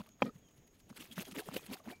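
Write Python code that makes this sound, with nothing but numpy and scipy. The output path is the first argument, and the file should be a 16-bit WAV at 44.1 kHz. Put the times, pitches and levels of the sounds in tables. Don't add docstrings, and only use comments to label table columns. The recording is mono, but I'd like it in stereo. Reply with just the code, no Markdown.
import sys
import numpy as np
from scipy import signal
from scipy.fft import rfft, irfft
from scipy.io import wavfile

SR = 44100
rng = np.random.default_rng(int(sys.argv[2]) if len(sys.argv) > 2 else 0)


def level_to_linear(level):
    exponent = np.asarray(level, float) / 20
    return 10 ** exponent


def int16_out(signal):
    q = np.round(np.clip(np.atleast_2d(signal).T, -1, 1) * 32767)
    wavfile.write(sys.argv[1], SR, q.astype(np.int16))


N = 88200


def rms_one(x):
    return x / np.sqrt(np.mean(x ** 2) + 1e-20)


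def at_hz(points, hz):
    table_hz, values = np.array(points).T
    return np.interp(np.log(hz + 1), np.log(table_hz), values)


def colour(x, points):
    hz = np.arange(N // 2 + 1) * SR / N
    inside = (hz > points[0][0] * 0.7) & (hz < points[-1][0])
    return rms_one(irfft(rfft(x) * level_to_linear(at_hz(points, hz)) * inside, N))


def drift(rate_hz):
    r = np.exp(-2 * np.pi * rate_hz / SR)
    settled = signal.lfilter([1], [1, -2 * r, r * r], rng.standard_normal(N + SR))[SR:]
    return rms_one(settled)


def ring(x, hz, t60_s):
    r = level_to_linear(-60 / (t60_s * SR))
    w = 2 * np.pi * hz / SR
    return signal.lfilter([0, np.sin(w)], [1, -2 * r * np.cos(w), r * r], x + 1e-18)


def ring_twice(x, hz, t60_s):
    return ring(ring(x, hz, t60_s), hz, t60_s) * 37 / (t60_s * SR)


def click(start_s, level_db):
    x = np.zeros(N)
    x[int(start_s * SR)] = level_to_linear(level_db)
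    return x


def swell(peak_s, half_s):
    return np.exp(-((np.arange(N) / SR - peak_s) / half_s) ** 2)


def patchy(x, depth_db, rate_hz):
    hz = np.arange(N // 2 + 1) * SR / N
    place = 2.5 * np.log2(np.maximum(hz, 500) / 500)
    spectrum = rfft(x)
    out = 0
    for k in range(15):
        stretch = irfft(spectrum * np.clip(1 - abs(place - k), 0, 1), N)
        out = out + stretch * level_to_linear(depth_db * drift(rate_hz) - depth_db ** 2 / 9)
    return out


# (pitch_hz, left_over_right_db)
LEFT_OVER_RIGHT = [(40, 1), (200, -20.5), (400, -3.5), (600, -9.5), (1500, -0.5), (2800, -9.5),
                   (6000, -7.5), (13000, 11)]
LOW_CUT_HZ, LEFT_LAG_RAD = 113, 0.71


def ports(x, lag_s=0.00001):
    hz = np.arange(N + 1) * SR / (2 * N)
    gain = level_to_linear(at_hz(LEFT_OVER_RIGHT, hz))
    low_cut = signal.butter(2, LOW_CUT_HZ, "high", fs=SR, output="sos")
    right = 2 * rfft(signal.sosfilt(low_cut, x), 2 * N) / (1 + gain)
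    left = right * gain * np.exp(-1j * (LEFT_LAG_RAD + 2 * np.pi * hz * lag_s))
    return irfft([left, right], 2 * N)[:, :N]


# (pitch_hz, level_db per Hz)
AIR_COLOUR = [(15, -15.5), (25, -9), (228, -7), (1060, -25), (3300, -27), (4450, -36), (6660, -26.5),
              (8730, -40), (15800, -33.5)]
# (pitch_hz, likeness 0-1)
AIR_LIKENESS = [(100, 0.78), (500, 0.43), (2500, 0.035)]
AIR_DB = -65.5
INSECT_HZ, INSECT_WIDTH_HZ, INSECT_DB, INSECT_THROB_DB = 6642, 200, -74, 2.6


def background():
    alike = np.clip(at_hz(AIR_LIKENESS, np.arange(N // 2 + 1) * SR / N), 0, 1)
    white = rfft(rng.standard_normal((3, N)))
    mixed = np.sqrt(alike) * white[0] + np.sqrt(1 - alike) * white[1:]
    air = colour(irfft(mixed, N), AIR_COLOUR)
    air_level = level_to_linear(AIR_DB + 0.96 * drift(10))

    one, other = rng.standard_normal((2, N))
    sides = np.array([one, other - 0.5 * one])
    song = rms_one(ring_twice(sides, INSECT_HZ, 2.2 / INSECT_WIDTH_HZ))
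    song_level = level_to_linear(INSECT_DB + INSECT_THROB_DB * drift(30))
    return air_level * air * level_to_linear([[-1.2], [1.2]]) + song_level * song * level_to_linear([[-2.5], [1.5]])


# (peak_s, half_length_s, hiss_db, crackle_db)
BLADE_STROKES = [(0.002, 0.012, -61, -47.5), (.902, 0.0096, -61, -56), (.966, 0.0063, -52.5, -58),
                 (.976, 0.0047, -50.5, -57), (.995, 0.038, -62.5, -59.5), (1.014, 0.019, -50, -65),
                 (1.04, 0.02, -58.5, -67), (1.075, 0.15, -67.5, -66), (1.127, 0.013, -54, -71),
                 (1.168, 0.012, -55, -65), (1.187, 0.012, -47, -43), (1.212, 0.017, -46.5, -45),
                 (1.254, 0.0096, -55, -78), (1.282, 0.018, -56, -53.5), (1.321, 0.0076, -52, -59),
                 (1.358, 0.013, -54.5, -47), (1.392, 0.019, -44.5, -45.5), (1.43, 0.11, -63, -66),
                 (1.476, 0.029, -59.5, -55), (1.521, 0.014, -67, -53), (1.544, 0.0095, -46, -45.5),
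                 (1.57, 0.015, -46, -47), (1.628, 0.038, -61.5, -58), (1.666, 0.0084, -54, -80),
                 (1.705, 0.028, -61.5, -53), (1.734, 0.016, -46, -46), (1.775, 0.034, -64, -62.5),
                 (1.855, 0.0037, -71, -66), (1.96, 0.026, -73.5, -75), (1.305, 0.011, -66.5, -69),
                 (1.87, 0.026, -63.5, -54.5), (1.912, 0.021, -55.5, -48.5)]
# (peak_s, half_length_s, hiss_db, crackle_db)
HAND_RUSTLES = [(0.04, 0.016, -71, -70), (0.069, 0.0076, -68.5, -60.5), (0.091, 0.0019, -55.5, -78),
                (0.252, 0.042, -66, -54), (0.357, 0.016, -73, -68.5), (0.2237, 0.0042, -56, -39),
                (0.384, 0.0065, -73.5, -80), (0.489, .005, -73, -89), (.512, .003, -69, -81),
                (0.544, .006, -76.5, -86), (0.675, 0.0072, -71, -77), (0.575, 0.015, -73.5, -75),
                (0.75, 0.034, -72.5, -87), (0.803, 0.011, -66.5, -77)]
# (pitch_hz, level_db per Hz)
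HISS_COLOUR = [(1760, -10), (3000, -6), (6050, -13), (6540, -11), (7200, -13.5), (11800, -11),
               (15800, -14.5)]
HISS_ALIKE = 0.47
GRIT_PER_S, GRIT_DB = 900, 5
CRACKLE_PER_S, CRACKLE_SPREAD_DB, CRACKLE_CYCLES = 4500, 3.6, 7.0
CRACKLE_LOW_HZ, CRACKLE_HIGH_HZ, CRACKLE_TILT_DB = 338.7, 4750, 0.5


def scrape_hiss():
    grains = (rng.random(N) < GRIT_PER_S / SR) * rng.exponential(1, N)
    specks = 1 + level_to_linear(GRIT_DB) * grains
    shared = rng.standard_normal(N) * specks
    own = rng.standard_normal((2, N)) * specks
    near = ports(colour(shared, HISS_COLOUR)) * np.sqrt(HISS_ALIKE)
    wide = colour(own, HISS_COLOUR) * np.sqrt(1 - HISS_ALIKE) * level_to_linear([[4.0], [1.5]])
    return (near + wide) * level_to_linear(1.75 * drift(240))


def scrape_crackle():
    sizes = level_to_linear(CRACKLE_SPREAD_DB * np.minimum(rng.exponential(1, N), 4)) * rng.choice([-1, 1], N)
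    born = rng.random(N) < CRACKLE_PER_S / SR
    dealt = rng.integers(0, 18, N)
    cracks = 0
    for k, hz in enumerate(np.geomspace(CRACKLE_LOW_HZ, CRACKLE_HIGH_HZ, 18)):
        level = level_to_linear(CRACKLE_TILT_DB * np.log2(hz / 1000))
        cracks = cracks + level * ring_twice(sizes * born * (dealt == k), hz, CRACKLE_CYCLES / hz)
    return rms_one(cracks)


def scrape():
    rows = BLADE_STROKES + HAND_RUSTLES
    hiss_gain = np.sqrt(sum((level_to_linear(hiss_db) * swell(s, half)) ** 2 for s, half, hiss_db, _ in rows))
    crack_gain = np.sqrt(sum((level_to_linear(crack_db) * swell(s, half)) ** 2 for s, half, _, crack_db in rows))
    return scrape_hiss() * hiss_gain + ports(scrape_crackle() * crack_gain * level_to_linear(-2.0))


# (peak_s, half_length_s, level_db, pitch_hz)
SLAB_THUDS = [(.003, 0.014, -41.5, 203.5), (0.24, 0.0084, -36, 236), (0.265, 0.024, -39, 225),
              (0.267, .025, -46.5, 450), (0.359, 0.012, -51, 159), (0.587, .015, -60, 119),
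              (0.915, 0.0071, -46.5, 210.5), (1.007, .025, -53, 278), (1.128, 0.024, -55.5, 233),
              (1.163, 0.0053, -64, 248), (1.19, 0.013, -38.5, 223), (1.213, 0.012, -49.5, 400),
              (1.293, 0.017, -53.5, 276), (1.325, 0.01, -48, 242), (1.375, 0.012, -42.5, 293),
              (1.389, 0.014, -42, 445), (1.477, .015, -51.5, 460), (1.492, 0.0072, -45.5, 183),
              (1.525, 0.0059, -46, 275), (1.551, 0.014, -44.5, 277), (1.569, 0.0058, -35.5, 510),
              (1.714, 0.024, -43.5, 231), (1.877, 0.012, -43, 250), (1.901, 0.013, -50, 280),
              (1.919, 0.018, -75, 500)]
THUD_WIDTH_SHARE = 0.19
THUD_RUMBLE_DB, RUMBLE_HZ = -15.5, 138


def thuds():
    out = np.zeros(N)
    rumble_band = signal.butter(2, [30, RUMBLE_HZ], "band", fs=SR, output="sos")
    for s, half, db, hz in SLAB_THUDS:
        a = max(int((s - 3 * half) * SR), 0)
        b = min(int((s + 3 * half) * SR), N)
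        drive = rng.standard_normal((2, 9000))
        t60_s = 1.05 / (THUD_WIDTH_SHARE * hz)
        tone = rms_one(ring(ring(drive[0], hz, t60_s), hz, t60_s)[2000:][:b - a])
        low = rms_one(signal.sosfilt(rumble_band, drive[1])[2000:][:b - a])
        shape = swell(s, half)[a:b]
        sound = (tone + level_to_linear(THUD_RUMBLE_DB) * low) * shape
        out[a:b] += level_to_linear(db) * sound * np.sqrt(np.sum(shape ** 2) / np.sum(sound ** 2))
    return out


# (start_s, peak_db, pitch_hz)
SCALE_SNAPS = [(0.0623, -55, 2500), (.195, -62, 2200), (.016, -48, 1320), (.258, -47, 1500),
               (.352, -67.5, 1970), (.901, -55, 1455), (.966, -47, 3970), (1.169, -46, 3080),
               (1.254, -44.5, 3930), (1.3115, -45, 4350), (1.3515, -52, 2500), (1.3585, -44, 2900),
               (1.398, -58, 4030), (1.5265, -47, 3200), (1.5425, -51, 4200), (1.5445, -44, 2540),
               (1.573, -54, 5460), (1.664, -54, 3970), (1.704, -50, 2200), (1.853, -59, 3200),
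               (1.885, -45, 2100), (1.89, -45, 2200), (1.9, -53, 2040), (1.913, -49, 3500),
               (1.5135, -57, 3500), (0.205, -50.5, 1500), (0.928, -52, 1260), (0.974, -43.5, 2300),
               (1.01, -44, 2860), (1.055, -48, 2400), (1.18, -33.5, 1510), (1.197, -34.5, 2980),
               (1.212, -41, 2860), (1.3645, -36.5, 2930), (1.386, -34, 2540), (1.393, -37.5, 2610),
               (1.4865, -38, 730), (1.488, -37.5, 1210), (1.5135, -44.5, 1100), (1.5345, -45, 2940),
               (1.5663, -29.5, 2770), (1.594, -49, 1170), (1.735, -36.5, 3580), (1.77, -47.5, 1520),
               (1.8752, -42, 800), (1.961, -59, 4030)]
SNAP_CYCLES, SNAP_TICK_DB = 4.5, -12.5


def snaps():
    rings = sum(ring_twice(click(s, db), hz, SNAP_CYCLES / hz) for s, db, hz in SCALE_SNAPS)
    ticks = sum(click(s, db + SNAP_TICK_DB) for s, db, _ in SCALE_SNAPS)
    return rings + ring_twice(ticks, 2800, 0.001)


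# (start_s, pitch_hz, level_db, t60_s)
RATTLES_AND_RINGS = [(.259, 1255, -44.5, 0.088), (.2915, 1268, -35.5, 0.023), (.263, 2385, -51, 0.063),
                     (.257, 1865, -53, 0.09), (.267, 5300, -62, .055), (.273, 3100, -64, 0.026),
                     (0.081, 640, -58, 0.057), (1.1, 655, -50, .03), (1.316, 2195, -53, .032),
                     (1.231, 713, -44.5, .036), (1.7, 2325, -55.5, 0.18), (1.417, 745, -42, 0.049),
                     (1.582, 2500, -51.5, 0.085), (1.8, 640, -55, .1), (1.8, 1150, -48, .025),
                     (1.754, 755, -43, 0.039), (1.5, 670, -53, 0.032), (1.881, 4100, -59, .055),
                     (1.924, 2332, -53.5, 0.19), (1.924, 728, -40, 0.044)]
RING_RISE_S = 0.003


def rattles_and_rings():
    t = np.arange(N) / SR
    rings = 0
    for s, hz, db, t60_s in RATTLES_AND_RINGS:
        rise = 1 - np.exp(-np.maximum(t - s, 0) / RING_RISE_S)
        rings = rings + ring(click(s, db), hz, t60_s) * rise
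    return rings * (1 + 0.4 * drift(160))


# (start_s, level_db)
SLAP_TOUCHES = [
    (.2211, -16.5),
    (.2217, -8),
    (.2249, -26.5),
    (.2256, -14),
]
# (pitch_hz, level_db, t60_s)
SLAB_MODES = [(236, 0, 0.025), (555, 9, 0.0082), (821, -2, 0.024), (980, -6, 0.022), (1200, -6.5, 0.014),
              (1860, -14, 0.019), (2438, 3.5, 0.011), (2710, -10, 0.0055)]
# (pitch_hz, level_db, t60_s)
BRIGHT_MODES = [(3200, -33, 0.016), (3800, -45.5, .016), (4860, -44.5, 0.02), (5800, -50, .022),
                (6800, -45.5, 0.022), (7300, -52, .016)]
SLAP_SOFT_HZ = 4200


def slap():
    touches = sum(click(s, db) * (1 if k else -1) for k, (s, db) in enumerate(SLAP_TOUCHES))
    soft_band = signal.butter(2, [120, SLAP_SOFT_HZ], "band", fs=SR, output="sos")
    touches = signal.sosfilt(soft_band, touches)
    first_s = SLAP_TOUCHES[0][0]
    out = sum(ring_twice(click(first_s, db), hz, t60_s) for hz, db, t60_s in BRIGHT_MODES)
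    for k, (hz, db, t60_s) in enumerate(SLAB_MODES):
        sign = -1 if k > 4 else 1
        out = out + sign * level_to_linear(db - 13) * ring(touches, hz, t60_s)
    return out


# (peak_s, half_length_s, pitch_hz, level_db)
BIRD_NOTES = [
    (0.447, 0.025, 3250, -77),
    (0.472, 0.016, 3180, -73),
    (1.122, 0.0097, 3275, -52.5),
    (1.265, 0.016, 3280, -57),
    (1.453, 0.043, 3250, -68.5),
    (1.639, .015, 3250, -67),
]
CHIRP_FALL_HZ_PER_S, CHIRP_HUSK_HZ = 2200, 170


def bird():
    t = np.arange(N) / SR
    notes = 0
    for s, half, hz, db in BIRD_NOTES:
        cycles = (hz - CHIRP_FALL_HZ_PER_S * (t - s) / 2) * (t - s)
        notes = notes + level_to_linear(db) * swell(s, half) * np.sin(2 * np.pi * cycles)
    return notes * (1 + 0.7 * drift(CHIRP_HUSK_HZ))


def scene():
    behind = patchy(background(), depth_db=2.0, rate_hz=12.5)
    blade = patchy(scrape(), depth_db=3.5, rate_hz=50)
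    near = ports(thuds() + snaps() + rattles_and_rings())
    fish = ports(slap(), lag_s=0.00006)
    return behind + blade + near + fish + bird() * level_to_linear([[-1.5], [1.5]])


def band_limit(x):
    return signal.sosfilt(signal.butter(12, 16480, fs=SR, output="sos"), x)


RECORDER_TOP = 0.43


def record(dry):
    mix = RECORDER_TOP * np.tanh(dry / RECORDER_TOP)
    return band_limit(mix)


dry = scene()
out = record(dry)
int16_out(out)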